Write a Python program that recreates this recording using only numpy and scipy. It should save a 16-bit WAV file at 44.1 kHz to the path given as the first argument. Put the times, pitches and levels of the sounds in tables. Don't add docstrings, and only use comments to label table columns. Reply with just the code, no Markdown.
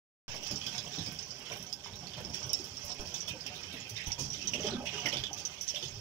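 import sys
import numpy as np
from scipy import signal
from scipy.fft import rfft, irfft, next_fast_len
from scipy.io import wavfile
from scipy.ndimage import uniform_filter1d

SR = 44100
rng = np.random.default_rng(int(sys.argv[2]) if len(sys.argv) > 2 else 0)


def boost(x):
    u = np.asarray(x, float) / 20
    return 10 ** u


def digitize_waveform(pressure):
    field = np.atleast_2d(pressure).T
    bounded = np.clip(field, -1, 1)
    quanta = np.round(bounded * 32767).astype(np.int16)
    wavfile.write(sys.argv[1], SR, quanta)


N = 264820
SIZE = next_fast_len(N + SR)


# low_hz, high_hz, cycles_per_grain, grains_per_s, size_spread_db, clumping_db
LAYERS = [
    (72.5, 340, 3.33, 900, 1.5, -5),
    (329.2, 1064, 4.33, 2200, 3, 1),
    (1549, 4430, 6.2, 3200, 4.5, 6),
    (4106, 7530, 9.4, 9000, 4.5, 2),
    (7640, 15040, 6.8, 6300, 16, 8),
    (943, 1667, 3.3, 1400, 6.5, 4),
]


def stream(hz, heard):
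    s, levels = layer_levels()
    gurgle_db, slosh_db, bubbles_db, fizz_db = levels
    spray_db = -60.5 + 0.92 * (fizz_db + 48.0) + 0.073 * (bubbles_db + 40.0)
    froth_db = -59.5 + 0.94 * (slosh_db + 55.5) + 0.077 * (bubbles_db + 50.5)
    levels = [gurgle_db, slosh_db, bubbles_db, fizz_db, spray_db, froth_db]
    t = np.arange(N) / SR
    shared = surges(25.)
    out = 0
    for (low, high, cycles, rate, spread_db, clump_db), level_db in zip(LAYERS, levels):
        band = 1 / np.sqrt((1 + (low / (hz + 1)) ** 10) * (1 + (hz / high) ** 10))
        z = band * grains(low, high, cycles, rate, spread_db)
        loudness = np.std(irfft(z * heard, SIZE)[:N])
        surge_db = np.clip(clump_db, 0, 1.2) * (.7 * shared + .6 * surges(35.))
        gain = boost(np.interp(t, s, level_db) + surge_db - 6.0)
        out = out + irfft(z, SIZE)[:N] / loudness * gain
    return boost(-3.5) * favour(t, out)


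# time_s, level_db
FLOW = [(.28, 10.5), (.4, 6), (.55, 12), (.9, 10.5), (1.15, 6.5), (1.36, 7), (1.55, 9), (1.75, 0.5),
        (2.1, 5.5), (2.44, 7.5), (2.95, 6), (3.54, 7), (4.1, 5.5), (4.6, 2), (4.82, 4), (5.09, 1.5),
        (5.38, 4.5), (6.0, -1.5)]
CALM_DB = [-57, -58.5, -56.5, -53.5]
FOLLOW = [0.39, 0.46, 0.6, 0.65]
# start_s, level_db, length_s, slosh_share (0 gurgle - 1 slosh)
CHURNS = [(0.344, 0.5, 0.15, 0.93), (0.498, 16.5, 0.069, 0.11), (0.833, 7, 0.037, 0.55),
          (0.975, 15, 0.055, 0.054), (1.051, 13.5, 0.086, 0.024), (1.499, 9, 0.063, 0.55),
          (1.862, 3.5, 0.22, 0.38), (2.005, 6, 0.049, 0.22), (2.152, 7, 0.1, 0.37),
          (2.247, 15, 0.099, 0.13), (2.4, 5.5, 0.19, 0.46), (2.885, 14, 0.033, 0.21),
          (2.994, 10, 0.084, 0.31), (3.114, 5, 0.066, 0.45), (3.265, 6.5, 0.098, 0.18),
          (3.473, 2.5, 0.12, 0.51), (3.62, 13, 0.043, 0.027), (3.767, 4.5, 0.084, 0.26),
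          (4.058, 21.5, 0.039, 0.056), (4.105, 4, 0.018, 0.84), (4.197, 11, 0.22, 0.09),
          (4.426, 9.5, 0.2, 0.11), (4.564, 9.5, 0.15, 0.45), (4.65, 12.5, 0.29, 0.4),
          (4.925, 10, 0.15, 0.75), (5.041, 15.5, 0.053, 0.43), (5.115, 12, 0.16, 0.34),
          (5.33, 5, 0.19, 0.47), (5.446, -7.5, 0.11, 0.18), (5.752, 7, 0.068, 0.49),
          (5.82, 5, 0.28, 0.0094)]
# start_s, level_db, length_s, fizz_share (0 bubbles - 1 fizz)
SPLASHES = [(0.284, 7.5, 0.17, 0.17), (0.419, 7.5, 0.12, 0.89), (0.597, 3.5, 0.34, 0.56),
            (0.914, 6, 0.34, 0.53), (1.444, 10, 0.11, 0.12), (1.832, 10, 0.072, 0.4), (2, 3, 0.46, 0.22),
            (2.164, 9.5, 0.036, 0.21), (2.322, 9.5, 0.12, 0.78), (2.53, 6.5, 0.24, 1),
            (2.796, 8.5, 0.16, 0.8), (3.044, 9, 0.08, 0.75), (3.145, 10, 0.1, 0.73),
            (3.271, 16, 0.039, 0.55), (3.42, 5.5, 0.5, 0.16), (3.695, 5.5, 0.25, 0.037),
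            (3.953, 10, 0.17, 0.18), (4.1, 8, 0.016, 0.58), (4.177, 15, 0.12, 0.8),
            (4.314, 8.5, 0.32, 0.46), (4.527, 7.5, 0.2, 0.26), (4.622, 10.5, 0.078, 0.55),
            (4.849, 24, 0.068, 0.25), (4.921, 12, 0.22, 0.33), (5.035, 14, 0.018, 0.27),
            (5.105, 17, 0.078, 0.19), (5.183, 8.5, 0.043, 0.44), (5.356, 13, 0.077, 0.69),
            (5.465, 7, 0.25, 0.31), (5.654, 8, 0.74, 0.62)]


def layer_levels():
    t = np.arange(0, N / SR + .01, .002)
    s, db = np.transpose(FLOW)
    flow_db = np.interp(t, s, db)
    bursts_db = bursts(t, CHURNS) + bursts(t, SPLASHES)
    levels = [calm_db + share * flow_db + burst_db
              for calm_db, share, burst_db in zip(CALM_DB, FOLLOW, bursts_db)]
    return t, levels


def bursts(t, rows):
    rise_s, choke_s, choke_share = 0.0091, 0.0035, 0.04
    s, db, length_s, high_share = np.transpose(rows)[:, :, None]
    u = t - s
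    rise = (1 + choke_share) * (1 - np.exp(-abs(u) / rise_s)) - choke_share
    shape = np.where(u > 0, rise, -choke_share)
    shape = db * shape * np.exp(-(u / np.where(u > 0, length_s, choke_s)) ** 2)
    return [(shape * np.clip(2 * part, 0, 1)).sum(0) for part in (1 - high_share, high_share)]


def surges(rate_hz):
    kicks = rng.exponential(1, N) * (rng.random(N) < rate_hz / SR)
    r = np.exp(-1.5 * rate_hz / SR)
    x = signal.lfilter([1], [1, -r], kicks)
    return evened(x - x.mean())


def evened(x):
    return x / np.sqrt(np.mean(np.atleast_2d(x).mean(0) ** 2) + 1e-20)


def grains(low_hz, high_hz, cycles, rate, spread_db, count=14):
    size_db = spread_db * np.minimum(rng.exponential(1, N), 3.5)
    size = boost(size_db) * (rng.random(N) < rate / SR)
    kind = rng.integers(0, count, N)
    draws = rng.random((count, 3))
    pitches = low_hz * (high_hz / low_hz) ** ((np.arange(count) + draws[:, 0]) / count)
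    out = np.zeros(N)
    for k, (f, (_, rise, phase)) in enumerate(zip(pitches, draws)):
        g = bubble(f, cycles, 0.041 * rise, phase)
        g = g / np.linalg.norm(g) * np.sqrt(f)
        out += signal.oaconvolve(size * (kind == k), g)[:N]
    return rfft(out, SIZE)


def bubble(hz, cycles, rise, phase):
    u = np.arange(int(4 * cycles * SR / hz) + 8) * hz / SR / cycles
    return (1 - np.exp(-5 * u)) * np.exp(-2 * u) * np.sin(2 * np.pi * (cycles * u * (1 + rise * u) + phase))


# time_s, fizz_hz, bubbles_hz
FAVOURED = [(0.3, 5440, 2940), (1.03, 5440, 3500), (1.51, 5400, 2830), (1.63, 5440, 3370),
            (3.09, 5440, 3020), (3.12, 5780, 3280), (3.49, 5230, 2800), (3.59, 5730, 3850),
            (3.67, 5500, 2570), (3.79, 5470, 3130), (4.0, 5440, 2300), (4.08, 5950, 3460),
            (5.11, 5700, 2800), (5.17, 5670, 3400), (5.4, 6240, 2940), (6.0, 5260, 3140)]


def favour(t, x):
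    width_hz, share = 645, 0.74
    s, *curves = np.transpose(FAVOURED)
    return x + share * sum(resonate(x, np.interp(t, s, hz), width_hz) for hz in curves)


def resonate(x, hz, width_hz):
    turn = np.exp(2j * np.pi * np.cumsum(hz) / SR)
    r = np.exp(-np.pi * width_hz / SR)
    return 2 * (turn * signal.lfilter([1 - r], [1, -r], x / turn)).real


# start_s, peak_db, pitch_hz, spray_below_peak_db
PLOPS = [(0.429, -29, 3260, -16), (0.614, -22.5, 3260, -43), (.665, -20.5, 3270, -26),
         (.781, -23.5, 3880, -30), (.932, -25, 3620, -37), (.985, -23, 3820, -27), (1.389, -40, 3000, -11),
         (1.523, -34.5, 2300, -6), (1.86, -39, 2020, -30), (2.1347, -25.5, 3300, -42),
         (2.503, -32, 3170, -39), (3.142, -23.5, 3630, -28), (3.553, -24, 3820, -23),
         (3.7254, -27, 3650, -15), (3.965, -25, 3720, -41), (3.9845, -28.5, 1990, -35),
         (4.535, -15, 2900, -27.5), (4.858, -27.5, 2685, -21), (5.058, -16.5, 2080, -28),
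         (5.126, -19, 3310, -23), (5.1693, -18.5, 3530, -29), (5.237, -15.5, 3370, -39),
         (5.7592, -19.5, 3540, -24), (5.827, -17.5, 3460, -29)]
# start_s, peak_db, pitch_hz
DROPS = [(0.357, -32, 5430), (0.4277, -36, 5900), (0.512, -29, 5120), (0.558, -27.5, 5420),
         (0.6647, -29, 5180), (0.782, -31.5, 5080), (1.0626, -32, 4980), (1.1884, -31, 5300),
         (1.227, -35.5, 6100), (1.3067, -32.5, 5040), (1.518, -37, 5740), (1.6258, -37.5, 5800),
         (1.6656, -39, 6100), (1.7267, -28.5, 5070), (1.8453, -38, 5400), (1.956, -38.5, 5560),
         (1.988, -39, 5550), (2.2487, -32.5, 5260), (2.297, -37, 5370), (2.3437, -30, 5570),
         (2.4934, -29.5, 5500), (2.533, -19.5, 5400), (2.5898, -31, 5340), (2.642, -37, 5400),
         (2.769, -32, 5460), (2.8956, -31.5, 5360), (2.9173, -31, 5380), (3.0077, -35.5, 5650),
         (3.141, -28.5, 5870), (3.2047, -28.5, 5870), (3.283, -37, 5700), (3.408, -33.5, 5000),
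         (3.464, -33.5, 5400), (3.6325, -37, 5500), (3.896, -34.5, 5960), (3.96, -34, 5460),
         (4.0622, -31.5, 6050), (4.1187, -23.5, 5740), (4.194, -24, 6040), (4.302, -30, 5640),
         (4.332, -28.5, 5800), (4.4255, -33.5, 5400), (4.473, -22.5, 5990), (4.5379, -28, 5830),
         (4.606, -29, 5920), (4.669, -28, 5600), (4.859, -39, 5870), (4.9433, -33, 5370),
         (5.001, -36, 5980), (5.057, -30, 5640), (5.0856, -26.5, 5600), (5.1358, -30, 5100),
         (5.172, -33.5, 4400), (5.218, -46, 5700), (5.3308, -29.5, 5980), (5.3853, -33, 6040),
         (5.4516, -24, 6030), (5.61, -33, 6080), (5.679, -29, 6200), (5.8292, -36, 6240),
         (0.33, -55, 5500), (0.461, -42, 3160), (.461, -51, 4830), (.478, -56, 6403), (.512, -39, 6650),
         (0.779, -33.5, 6460), (0.863, -42, 3100), (1.409, -53, 2940), (1.465, -54, 3270),
         (1.524, -40.5, 3160), (1.934, -44.5, 3730), (2.07, -37, 4470), (2.342, -50, 3360),
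         (2.428, -30.5, 5560), (2.904, -40.5, 3970), (3.143, -35, 6850), (3.278, -31.5, 3350),
         (3.286, -42, 2600), (3.307, -37, 2740), (3.463, -37.5, 2800), (3.636, -45.5, 2280),
         (3.764, -46, 1950), (3.801, -40, 6960), (3.852, -45, 2490), (3.892, -40, 4630), (4.005, -41, 2370),
         (4.189, -43, 3290), (4.251, -30.5, 5900), (4.345, -40, 3800), (4.415, -38, 2770),
         (4.48, -37, 3230), (4.561, -45, 3030), (4.594, -38.5, 2700), (4.629, -41, 3340),
         (4.667, -30, 3430), (4.668, -35, 4700), (4.707, -35.5, 4020), (4.736, -36, 3560),
         (4.864, -41, 3440), (4.942, -37, 2930), (4.977, -32, 2870), (5.006, -37, 4630), (5.015, -34, 3020),
         (5.061, -28, 2880), (5.087, -35, 4820), (5.268, -35.5, 3220), (5.378, -45, 3540),
         (5.627, -31, 5960), (5.687, -26.5, 5800), (5.693, -29.5, 5370), (5.746, -34, 2930),
         (5.825, -42, 4762), (5.851, -43, 4340), (5.883, -37.5, 6430)]


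def plops(hz, heard):
    lift_db, spray_db = 11, -41
    rows = PLOPS + [(s, db + lift_db, f, spray_db) for s, db, f in DROPS]
    bell, spray, splash, spit = np.zeros((4, N))
    u = np.arange(2000) / SR
    puffs = rng.standard_normal((len(rows), 2000))
    for (s, db, f, mist_db), draws, puff in zip(rows, rng.random((len(rows), 4, 3)), puffs):
        large = f < 4500
        gap_s = 0.014 * (1.5 if large else 1)
        for k, (late, detune, phase) in enumerate(draws):
            pitch = f * (1 + (k > 0) * (.2 if large else .1) * (detune - .5))
            g = bubble(pitch, 6.5 + 0.0011 * f, 0.002, phase)
            gain = boost(db - 4.0 - 2.6 * k) / np.interp(f, hz, heard)
            add(bell, s + gap_s * (k > 0) * (k - late) / 2, g * gain)
        add(spray, s, boost(db + mist_db - 10.0) * puff * np.exp(-u / 0.025))
        hit = puff[::-1] * (1 - np.exp(-u / 0.00078)) * np.exp(-u / 0.0045)
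        add(splash if large else spit, s, boost(db - 7.5) * hit)
    wide = rfft(splash, SIZE) / np.sqrt((1 + (1800 / (hz + 1)) ** 4) * (1 + (hz / 8000) ** 4))
    wide += rfft(spit, SIZE) / np.sqrt((1 + (3900 / (hz + 1)) ** 8) * (1 + (hz / 8000) ** 4))
    return bell + irfft(wide, SIZE)[:N] + mist(hz, heard, spray)


def add(mix, s, sound):
    part = mix[round(s * SR):][:len(sound)]
    part += sound[:len(part)]


def mist(hz, heard, noise):
    high = rfft(noise, SIZE) / np.sqrt(1 + (8500 / (hz + 1)) ** 6)
    return irfft(high / heard, SIZE)[:N]


# start_s, peak_db, pitch_hz, slap_relative_to_peak_db
GLUGS = [(.337, -39, 600, 7), (0.505, -33, 124, -2.5), (.655, -35.5, 111, -1.5), (0.775, -36, 145, -3),
         (0.859, -35, 145, -9), (0.975, -37, 143, 5), (1.058, -34.5, 134, -4.5), (1.512, -25, 589, -25),
         (1.86, -25.5, 970, -16), (1.919, -33, 87.6, -9), (2.173, -26.5, 155, -7.5), (2.246, -36, 125, -5),
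         (2.443, -30, 113, -31), (2.836, -32, 91, -8.5), (2.992, -43, 94, 11.5), (3.133, -38, 138, -2),
         (3.276, -38, 91, 2), (3.452, -36.5, 258, -1.5), (3.738, -27.5, 255, -12), (3.911, -32, 108, -32),
         (4.066, -27.5, 95, -19), (4.184, -25, 139, -7), (4.533, -26, 234, -7), (4.641, -21, 417, -16),
         (4.946, -43, 417, -21), (5.05, -25, 310, -22), (5.121, -34, 179, 1), (5.311, -30, 780, -19),
         (5.74, -29.5, 585, -19), (5.826, -31.5, 156.6, -9), (5.855, -31, 136, -30), (5.92, -30, 110, -27),
         (5.955, -33.5, 101, -24)]


def glugs(hz, heard):
    bell, slap = np.zeros((2, N))
    u = np.arange(2000) / SR
    puffs = rng.standard_normal((len(GLUGS), 2000))
    for (s, db, f, slap_db), phase, puff in zip(GLUGS, rng.random(len(GLUGS)), puffs):
        add(bell, s, bubble(f, 4.25, .012, phase) * boost(db - 8.5) / np.interp(f, hz, heard))
        hit = puff * (1 - np.exp(-u / 0.0087)) * np.exp(-u / 0.012)
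        add(slap, s, boost(db + slap_db + 6.0) * hit)
    low = rfft(slap, SIZE) / np.sqrt((1 + (200 / (hz + 1)) ** 4) * (1 + (hz / 950) ** 8))
    return bell + irfft(low / heard, SIZE)[:N]


# start_s, level_db, pitch_hz
GULPS = [(0.311, -60, 89), (0.328, -65, 160), (0.416, -47, 312), (0.425, -39.5, 600), (0.507, -45.5, 570),
         (0.513, -39, 270), (0.525, -39, 168), (0.873, -40, 600), (0.969, -51, 720), (0.972, -63, 409),
         (0.982, -36.5, 270), (1.065, -44, 260), (1.072, -42, 170), (1.504, -49, 910), (1.596, -42.5, 215),
         (1.605, -43.5, 593), (2.172, -51, 524), (2.188, -47, 734), (2.205, -43, 530), (2.249, -37.5, 330),
         (2.276, -40, 173), (2.457, -44, 360), (2.596, -39, 352), (2.893, -39.5, 726), (2.902, -40, 1010),
         (2.992, -37, 350), (2.993, -43.5, 604), (3.128, -45, 715), (3.305, -38.5, 103), (3.338, -41, 520),
         (3.35, -41, 900), (3.752, -42, 452), (4.069, -42, 828), (4.099, -43.5, 856), (4.178, -44, 924),
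         (4.195, -45, 377), (4.217, -31.5, 140), (4.443, -41.5, 344), (4.542, -38.5, 467),
         (4.548, -40, 597), (4.58, -34.5, 409), (4.6, -31.5, 600), (4.648, -30.5, 627), (4.69, -44, 810),
         (4.717, -35, 246), (4.721, -30, 362), (4.746, -31, 228), (4.782, -32.5, 235), (4.805, -37.5, 809),
         (4.805, -40, 530), (4.824, -40, 222), (4.839, -39, 636), (4.935, -56, 418), (4.984, -36.5, 960),
         (5.027, -39.5, 735), (5.114, -49, 930), (5.122, -55, 330), (5.131, -38, 498), (5.15, -37, 277),
         (5.828, -37.5, 363)]


def gulps(hz, heard):
    out = np.zeros(N)
    for (s, db, f), phase in zip(GULPS, rng.random(len(GULPS))):
        g = bubble(f, 0.97 + .007 * f, .012, phase)
        add(out, s, g * boost(db + 1.) / np.interp(f, hz, heard))
    return out


# start_s, peak_db
SPRAYS = [(0.3456, -44), (0.5127, -39.5), (0.6624, -45), (0.7801, -46), (1.061, -46), (1.1214, -40.5),
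          (1.571, -39), (1.6267, -41), (1.726, -43), (1.956, -50), (2.2049, -44.5), (2.339, -44),
          (2.4633, -42), (2.641, -40), (2.85, -37), (3.0076, -45), (3.1385, -43), (3.282, -36),
          (3.463, -43), (3.8945, -36.5), (4.07, -35.5), (4.1914, -37), (4.346, -49), (5.062, -35),
          (5.3304, -44), (5.3767, -47), (5.456, -47), (5.615, -36), (5.6885, -44)]


def sprays(hz, heard):
    hiss_db = -70.5
    out = boost(hiss_db) * rng.standard_normal(N)
    u = np.arange(2000) / SR
    fall = np.exp(-u / 0.019) + 0.86 * np.exp(-u / 0.0019)
    for (s, db), puff in zip(SPRAYS, rng.standard_normal((len(SPRAYS), 2000))):
        add(out, s, boost(db - 11.5) * puff * fall)
    return mist(hz, heard, out)


# start_s, peak_db
THUMPS = [
    (.51, -66),
    (1.928, -47),
    (2.845, -50),
    (2.995, -29),
    (4.078, -27.5),
    (4.71, -45),
    (5.196, -36),
    (5.932, -42),
]


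def thumps(hz, heard):
    pitch_hz = 53
    out = np.zeros(N)
    for s, db in THUMPS:
        add(out, s, bubble(pitch_hz, 0.34, 0, 0) * boost(db) / np.interp(pitch_hz, hz, heard))
    return out


# start_s, peak_db, pitch_hz
SNAP = (2.53257, -10, 9800)


def snap():
    s, db, f = SNAP
    u = np.arange(N) / SR - s - .00007
    click = boost(db + 1.5) * np.sin(-2 * np.pi * f * u) * np.exp(-(u * f * 1.7) ** 2)
    return click * np.array([[.02], [1]])


def tub(hz, dry, count=8):
    hold = 1500
    wander = np.cumsum(rng.integers(1, count, N // hold + 2)) % count
    spots = np.repeat(wander, hold)[:N] == np.arange(count)[:, None]
    shares = np.sqrt(abs(uniform_filter1d(spots.astype(float), 1200)))
    lags = rng.integers(-14, 5, count)
    return sum(echoes(hz, lag) * rfft(share * dry, SIZE) for lag, share in zip(lags, shares))


# pitch_hz, t60_s
ECHO = [(100, 0.21), (1000, 0.17), (3000, 0.12), (6000, 0.086), (12000, 0.062)]
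# pitch_hz, likeness (0-1)
SAME = [(30, 0.29), (80, 0.91), (150, 0.91), (400, 0.88), (800, 0.24), (1200, 0.014), (15000, 0.026)]


def echoes(hz, lag):
    lead_s, wet = .0001, .55
    taps = np.zeros((2, SR // 2))
    at = np.arange(60, SR // 2 - 20, 20) + rng.integers(0, 20, (2, (SR // 2 - 61) // 20))
    np.put_along_axis(taps, at, rng.choice([-1., 1.], at.shape), 1)
    f, t, z = signal.stft(taps, SR, nperseg=128)
    decay = boost(-60 * t / np.maximum(read(ECHO, f), .02)[:, None])
    tails = signal.istft(z * decay, SR, nperseg=128)[1]
    tails = np.sqrt(wet) * tails / np.linalg.norm(tails, axis=1, keepdims=True)
    direct = np.sqrt(1 - wet) * np.exp(-2j * np.pi * hz * np.array([[0], [lag]]) / SR)
    a, b = rfft(tails, SIZE) + direct
    same = np.clip(read(SAME, hz), 0, 1)
    left = (same * a + np.sqrt(1 - same ** 2) * b) * np.exp(2j * np.pi * hz * lead_s)
    return np.array([left, a])


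def read(points, hz):
    f, value = np.transpose(points)
    return np.interp(np.log(hz + 1), np.log(f + 1), value)


# pitch_hz, width_hz, gain_db
RING = [(95, 29, 1), (145, 27, 2.5), (255, 14, 3), (384, 145, 5.5), (600, 30, 7), (726, 24.6, 10),
        (816, 20, 5), (910, 127, 7.5), (1224, 98, 6.5), (1555, 54, 5), (2514, 73, 5.5), (3270, 25, -2.5),
        (3550, 50, -2), (6140, 750, -2.5)]
# pitch_hz, gain_db
LEFT = [(30, 6), (140, -1), (400, -10.5), (900, -14.5), (1250, -17.5), (2800, -10), (3600, -14.5),
        (5400, -52), (6500, -111), (8000, -54), (11000, -34.5), (14800, -22.5), (15600, -36)]
# pitch_hz, gain_db
RIGHT = [(30, 6.5), (140, 4.5), (400, -7), (1200, -11), (2300, 1), (3300, 4), (4100, -1.5), (5000, 4.5),
         (5800, 8), (6600, 1), (8000, -10), (11000, -26), (14800, -18.5), (15600, -8)]


def port_colour(hz):
    ring_db = sum(db / (1 + (2 * (hz - f) / width) ** 2) for f, width, db in RING)
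    log_gain = np.log(boost(np.array([read(LEFT, hz), read(RIGHT, hz)]) + ring_db))
    cepstrum = irfft(log_gain, SIZE)
    cepstrum[:, 1:SIZE // 2] *= 2
    cepstrum[:, SIZE // 2 + 1:] = 0
    return np.exp(rfft(cepstrum))


def rumble(hz):
    band = 1 / np.sqrt((1 + (hz / 110) ** 4) * (1 + (40 / (hz + 1)) ** 4))
    noise = irfft(rfft(rng.standard_normal((2, N)), SIZE) * band, SIZE)[:, :N]
    s, levels = layer_levels()
    rumble_db = 0.63 * (np.interp(np.arange(N) / SR, s, levels[0]) + 45.5)
    return evened(noise) * boost(np.array([[-59.], [-64.5]]) + rumble_db)


def scene():
    hz = np.fft.rfftfreq(SIZE, 1 / SR)
    colour = port_colour(hz)
    heard = np.sqrt((abs(colour) ** 2).sum(0)) / 2
    water = sum(source(hz, heard) for source in (stream, plops, glugs, gulps, sprays, thumps))
    return irfft(colour * tub(hz, water), SIZE)[:, :N] + rumble(hz)


def top_cut(x):
    return signal.sosfilt(signal.butter(12, 16640, fs=SR, output="sos"), x)


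def record(dry):
    start_s, edge_hz = .2802, 15680
    t = np.arange(N) / SR - start_s
    offset = np.array([[-.007], [0]]) * np.exp(-abs(t) / .11)
    edge = signal.firwin(511, edge_hz, window=("kaiser", 8), fs=SR)[None]
    mix = (signal.oaconvolve(dry + snap(), edge, "same") + offset) * (t > 0)
    return top_cut(mix)


dry = scene()
out = record(dry)
digitize_waveform(out)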